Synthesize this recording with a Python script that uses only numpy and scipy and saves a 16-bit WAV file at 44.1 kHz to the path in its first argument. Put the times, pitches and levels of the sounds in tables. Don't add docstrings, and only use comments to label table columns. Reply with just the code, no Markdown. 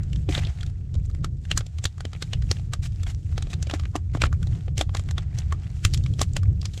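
import sys
import numpy as np
from scipy import signal
from scipy.fft import rfft, irfft
from scipy.io import wavfile
from scipy.ndimage import uniform_filter1d

SR = 44100
rng = np.random.default_rng(int(sys.argv[2]) if len(sys.argv) > 2 else 0)


def master_out(mix):
    frames = np.transpose(np.atleast_2d(mix))
    ceiling = np.clip(frames, -1, 1)
    pcm = np.round(ceiling * 32767).astype(np.int16)
    wavfile.write(sys.argv[1], SR, pcm)


N = 299880


def pops():
    # (time [s], nominal peak [dB],
    # body at 500 Hz [dB], wood at 1400 Hz [dB], edge at 7500 Hz [dB], ring of the split wood [Hz])
    bursts = [(0.033, -43, -32, -12, -6, 1420), (0.131, -34, -29, -16, -15, 2800),
              (0.159, -37, -31, -16, -13, 3120), (0.29, -18.5, -1, -21, -23, 2220),
              (0.324, -28.5, -28, -23, -30, 1930), (0.35, -17.5, -40, -19, -36, 3630),
              (0.378, -20.5, -8, -36, -30, 3820), (0.45, -30.5, -19, -40, -29, 3720),
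              (0.47, -30.5, -15, -29, -25, 2670), (0.609, -34, -30, -15, -13.5, 3240),
              (0.631, -32.5, -33, -14, -17, 1430), (0.664, -40.5, -24, -21, -6, 3620),
              (0.942, -39.5, -15, -21, -13, 1000), (0.953, -37.5, -8, -21, -15, 1120),
              (1.059, -47.5, -10, -15, 1, 7160), (1.099, -43, -8, -4, -2, 1290),
              (1.148, -39.5, -11, -8, -11, 1930), (1.245, -22, -14, -10, -13, 1300),
              (1.452, -40, -25, -16, -15, 1630), (1.514, -13, -21, -14, -18, 2780),
              (1.576, -12.5, -23, -2.5, -2, 4200), (1.608, -30, -17, -14, -23, 1310),
              (1.665, -37, -13, -26, -16.5, 7300), (1.785, -35.5, -27, -18, -14, 1160),
              (1.841, -22.5, -23, -24, -12.5, 7600), (1.854, -15, -22.5, -16.5, -13, 3780),
              (1.981, -41.5, -11, -6, -5, 1180), (2.006, -30, -15, -9.5, -12, 1510),
              (2.052, -25, -6.5, -12.5, -15.5, 3120), (2.132, -33.5, -16, -14.5, -19, 1270),
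              (2.15, -37.5, -19, -14, -34, 2730), (2.224, -21, -19, -11, -12, 3900),
              (2.333, -21, -19.5, -17, -19.5, 2800), (2.422, -37.5, -39, -19, -22, 1620),
              (2.513, -13.5, -18, -13, -13, 5590), (2.568, -39, -25, -21, -31, 1650),
              (2.596, -41, -9, -18, -18, 1120), (2.735, -21, -14.5, -15, -12.5, 1260),
              (2.858, -36, -34, -13, -28, 2930), (3.033, -33, -18, -9, -7, 3400),
              (3.068, -32.5, -15, -14, -35, 1680), (3.325, -46, -21, -3, -35, 1090),
              (3.379, -24, -13.5, -8.5, -13.5, 3920), (3.424, -29.5, -18, -15, -10, 3700),
              (3.47, -35, -4, -15, -21, 1630), (3.503, -38, -15, -20, -17, 4080),
              (3.532, -28, -17, -12, -15, 2600), (3.538, -31.5, -18.5, -12, -10, 3770),
              (3.627, -26, -21, -17, -11.5, 6160), (3.67, -30.5, -5, -26, -18, 2360),
              (3.698, -25.5, -18, -7, -16, 2760), (3.711, -25.5, -20, -15, -19, 1100),
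              (3.738, -20.5, -5, -7.5, -14, 1030), (3.797, -31.5, -15, -15, -16.5, 1110),
              (3.835, -40, -7, -9, -18, 1180), (3.854, -32.5, -8, -7, -16, 2460),
              (3.955, -18, -3, 2, -15, 1020), (3.961, -26, -19, -19, -6, 2750),
              (4.15, -21, 0, 0, -21, 1020), (4.172, -30.5, -4, -13, -21, 1710),
              (4.218, -12.5, -20.5, -11.5, -17.5, 2470), (4.238, -11, -16, -7, -25, 1360),
              (4.255, -26, -18, -11, -37, 2270), (4.266, -29.5, -10, -13, -22, 2430),
              (4.328, -28.5, -19, 2, -9, 1110), (4.429, -34.5, -35, 0, -3, 3360),
              (4.471, -36, -6, -12, -7, 3700), (4.681, -31, -0.5, -17, -32, 1160),
              (4.779, -20.5, -23, -21, -11, 2250), (4.791, -25, -10, -22, -8, 2150),
              (4.811, -12.5, -7.5, -7.5, -11, 3440), (4.893, -35.5, -12, -15, -31, 1050),
              (4.949, -21.5, -11, -7, -12.5, 1100), (4.969, -26.5, -17, -23, -14.5, 1860),
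              (4.995, -31.5, -8, -9, -8, 3240), (5.088, -33.5, -13, -7, -15, 2100),
              (5.11, -29.5, -8.5, -6, -3.5, 3600), (5.181, -22, -10, -7, -16, 3400),
              (5.386, -27, -16, -40, -9, 6000), (5.524, -21.5, -11.5, 0, -10, 1130),
              (5.85, -10, -47, -8.5, -7, 2630), (5.937, -21.5, -26.5, -26, -13.5, 4940),
              (5.944, -22.5, -37, -16, -6.5, 3500), (5.975, -32, -45, -23, -13, 6870),
              (6.038, -38, -24, -19, -8, 4060), (6.062, -31.5, -24, -20, -27, 1350),
              (6.137, -38.5, -18, -39, -15, 1010), (6.193, -25.5, -11, -18, -16, 6100),
              (6.215, -11.5, -12.5, -13, -7, 1140), (6.334, -38.5, -19, -25, -4, 7400),
              (6.366, -18.5, -13.5, -11.5, -9.5, 2700), (6.432, -36.5, -31, -8, -9, 1160),
              (6.615, -32.5, -23, -38, -14, 5140), (6.629, -38, -12, -13, -13, 1000),
              (6.655, -24.5, -25, -14.5, -12.5, 5160), (6.736, -39.5, -24, -31, -13, 4090),
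              (6.776, -31.5, -11, -20, -8, 3450)]
    # (frequency [Hz], gain [dB])
    colour = [(90, -29.5), (200, 21), (500, 19.5), (800, 17.5), (950, 7.5), (1150, 14.5), (1700, 9.5),
              (2770, 0), (4000, 2), (5500, 4.5), (7500, 9), (9000, -1), (11500, -6.5), (13000, -16.5),
              (15500, -14.5)]
    split_t60_s, wall_t60_s, wall_db = .016, .075, -14
    lead_s, lead_db = .03, -19
    ring_q, crest_db = 6.0, 18
    size = 4096
    out = np.zeros(N + size)
    age = np.arange(size) / SR - lead_s - .001
    after, before = np.maximum(age, 0), np.minimum(age, 0)
    swell_in = np.maximum(np.exp(before / .0013), from_db(lead_db) * np.exp(before / .008))
    freqs = np.fft.rfftfreq(size, 1 / SR)
    for s, peak_db, body_db, wood_db, edge_db, hz in bursts:
        crack, spikes, wash = rng.standard_normal((3, size))
        snap = crack * from_db(4.0 * spikes - 60 * after / split_t60_s)
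        tail = wash * from_db(wall_db - 60 * after / wall_t60_s)
        top_db = edge_db + 0.074 * (peak_db + 17.5)
        tone = [(500, body_db), (1400, wood_db), (3200, 0), (7500, edge_db), (10000, top_db)]
        pop = shaped(shaped(swell_in * (snap + tail), tone), colour)
        resonance = 1 + 1.6 / (1 + 1j * ring_q * (freqs / hz - hz / (freqs + 1)))
        pop = irfft(rfft(pop) * resonance)
        start = round((s - lead_s) * SR)
        out[start:start + size] += from_db(peak_db - crest_db) * rms_one(pop)
    return out[:N]


def flames():
    # (time [s], level [dB])
    blaze = [(0.0, -24), (0.27, -25), (0.54, -24.5), (0.82, -28.5), (1.09, -28.5), (1.36, -28.5),
             (1.63, -28), (1.9, -28), (2.18, -29.5), (2.45, -28), (2.72, -29.5), (2.99, -24), (3.26, -30),
             (3.54, -26), (3.81, -25.5), (4.08, -25.5), (4.35, -24), (4.62, -30), (4.9, -25.5), (5.17, -29),
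             (5.44, -26), (5.71, -30), (5.98, -28), (6.26, -26), (6.53, -24.5), (6.8, -31.5)]
    # (frequency [Hz], relative level [dB])
    rumble = [(15, -32.5), (31, -4), (45, -7), (62, -2), (84, 3), (100, -2.5), (135, -6.5), (165, -12.5),
              (205, -26.5), (310, -33), (600, -47.5), (820, -60), (1000, -67.5), (1600, -67), (2600, -110)]
    roar = rms_one(shaped(rng.standard_normal(N), rumble))
    beating = np.sqrt(uniform_filter1d(roar ** 2, size=4000) + .1)
    level_db = in_time(blaze)[0] + 3.26 * drift(rate_hz=4.2)
    return from_db(level_db) * rms_one(roar / np.sqrt(beating))


def gas_puffs():
    # (time [s], peak [dB])
    puffs = [(1.853, -13.5), (4.238, -7.5), (5.851, -4)]
    return ring(puffs, hz=86, t60_s=0.087)


def log_knocks():
    # (time [s], strength [dB])
    blows = [(0.289, -15), (3.737, -22), (3.955, -20), (4.152, -27.5), (4.235, -28.5), (4.81, -22.5)]
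    # (frequency [Hz], gain [dB], t60 [s])
    modes = [(303.4, 0.5, 0.056), (380, -12, 0.084), (713, -24, 0.15), (1100, -38, 0.04)]
    struck = sum(from_db(db) * ring(blows, hz, t60_s) for hz, db, t60_s in modes)
    return signal.lfilter([.15], [1, -.85], struck)


def charcoal_rasps():
    # (time [s], length [s], level [dB], dullness [dB])
    scrapes = [(0.289, 0.023, -46, -11), (0.319, 0.09, -36.5, 3.5), (0.397, .05, -48, 7),
               (0.444, 0.063, -53.5, 10.5), (2.818, 0.052, -47, -12.5), (3.061, 0.056, -42, -0.5),
               (3.495, 0.025, -47.5, -6), (3.729, 0.034, -44.5, 2), (4.131, 0.042, -46, -2),
               (4.2, 0.064, -51.5, -21), (4.769, 0.052, -42, -9), (4.948, 0.072, -52.5, -3),
               (5.338, 0.069, -49.5, 0), (6.184, 0.051, -47.5, -20), (6.734, .07, -57, -20)]
    gate, dull_db = np.zeros(N), np.zeros(N)
    for s, length_s, db, scrape_dull_db in scrapes:
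        start, end = round(s * SR), round((s + length_s) * SR)
        gate[start:end] = from_db(db)
        dull_db[start:] = scrape_dull_db
    envelope = signal.lfilter([.004], [1, -.996], gate) * from_db(2.5 * drift(rate_hz=40))
    return envelope * grit(ticks_per_s=5000, hiss=1.0, dull_db=dull_db)


def embers():
    # (time [s], level [dB], dullness [dB])
    bed = [(0.0, -63.5, 13), (0.17, -61.5, -6), (0.34, -66, 3), (0.51, -54.5, 5), (0.68, -61.5, 4),
           (0.85, -66, 3), (1.02, -68, -5), (1.19, -66.5, -2), (1.36, -74, -9), (1.53, -59, 1),
           (1.7, -63.5, 2), (1.87, -60.5, 1), (2.04, -63.5, 3), (2.21, -58, -3), (2.38, -63, -4),
           (2.55, -57, -8), (2.72, -65, 4), (2.89, -62, -7), (3.06, -62, 0), (3.23, -63.5, -11),
           (3.4, -57, 8), (3.57, -59, 5), (3.74, -55, 8), (3.91, -66, -4), (4.08, -67, 2),
           (4.25, -73.5, -16), (4.42, -57.5, 3), (4.59, -57.5, 6), (4.76, -69.5, -3), (4.93, -63.5, -2),
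           (5.1, -60, 1), (5.27, -62, 11), (5.44, -58.5, 4), (5.61, -59, 9.5), (5.78, -57.5, -3),
           (5.95, -56, -9), (6.12, -59.5, -3), (6.29, -68, -16), (6.46, -62, 7), (6.63, -66, -3),
           (6.8, -56.5, -12)]
    level_db, dull_db = in_time(bed)
    envelope = from_db(level_db + 1.5 * drift(rate_hz=12))
    return envelope * grit(ticks_per_s=180, hiss=1.84, dull_db=dull_db)


def grit(ticks_per_s, hiss, dull_db):
    # (frequency [Hz], relative level [dB])
    rustle = [(410, -36), (700, 6), (818, 0), (1020, -5), (1270, -1.5), (3650, -4), (4920, -5),
              (7560, -3.5), (9070, -12.5), (14100, -24.5), (15700, -44)]
    chance = ticks_per_s * from_db(6.0 * drift(rate_hz=25)) / SR
    ticks = (rng.random(N) < chance) * rng.standard_normal(N)
    ticks *= from_db(3.5 * np.minimum(rng.exponential(1, N), 4))
    crumb_hz = np.geomspace(2000, 11000, 12)
    crumb = rng.integers(0, len(crumb_hz), N)
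    rings = 0
    for k, hz in enumerate(crumb_hz):
        r, w = from_db(-60 * hz / (20 * SR)), 2 * np.pi * hz / SR
        rings += signal.lfilter([np.sin(w)], [1, -2 * r * np.cos(w), r * r], ticks * (crumb == k) + 1e-18)
    mix = .7 * rms_one(ticks) + .7 * rms_one(rings) + hiss * rng.standard_normal(N)
    grains = rms_one(shaped(mix, rustle))
    low = signal.sosfilt(signal.butter(1, 2600, fs=SR, output="sos"), grains)
    return low * from_db(dull_db / 2) + (grains - low) * from_db(-dull_db / 2)


def ring(strikes, hz, t60_s):
    clicks = np.full(N, 1e-18)
    for s, db in strikes:
        clicks[round(s * SR)] += from_db(db)
    r, w = from_db(-60 / (t60_s * SR)), 2 * np.pi * hz / SR
    return signal.lfilter([0, np.sin(w)], [1, -2 * r * np.cos(w), r * r], clicks)


def drift(rate_hz):
    r = np.exp(-2 * np.pi * rate_hz / SR)
    return rms_one(signal.lfilter([1], [1, -2 * r, r * r], rng.standard_normal(N + SR))[SR:])


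def shaped(x, curve):
    hz, db = np.transpose(curve)
    freqs = np.maximum(np.fft.rfftfreq(len(x), 1 / SR), 1)
    gain_db = np.interp(np.log(freqs), np.log(hz), db)
    return irfft(rfft(x) * from_db(gain_db), len(x))


def in_time(rows):
    s, *columns = np.transpose(rows)
    return [np.interp(np.arange(N) / SR, s, column) for column in columns]


def from_db(db):
    return 10 ** (np.asarray(db) / 20)


def rms_one(x):
    return x / np.sqrt(np.mean(x ** 2) + 1e-20)


def scene():
    fire = pops() + flames() + gas_puffs() + log_knocks() + charcoal_rasps() + embers()
    return np.array([fire, fire])


def record(dry):
    ceiling, hiss_db, cutoff_hz = .7, -86, 15900
    rounded = ceiling * np.tanh(dry / ceiling)
    highpass = signal.butter(6, 12500, "high", fs=SR, output="sos")
    hiss = signal.sosfilt(highpass, from_db(hiss_db) * rng.standard_normal((2, N)))
    lowpass = signal.cheby2(16, 60, cutoff_hz, fs=SR, output="sos")
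    return signal.sosfilt(lowpass, rounded + hiss)


dry = scene()
out = record(dry)
master_out(out)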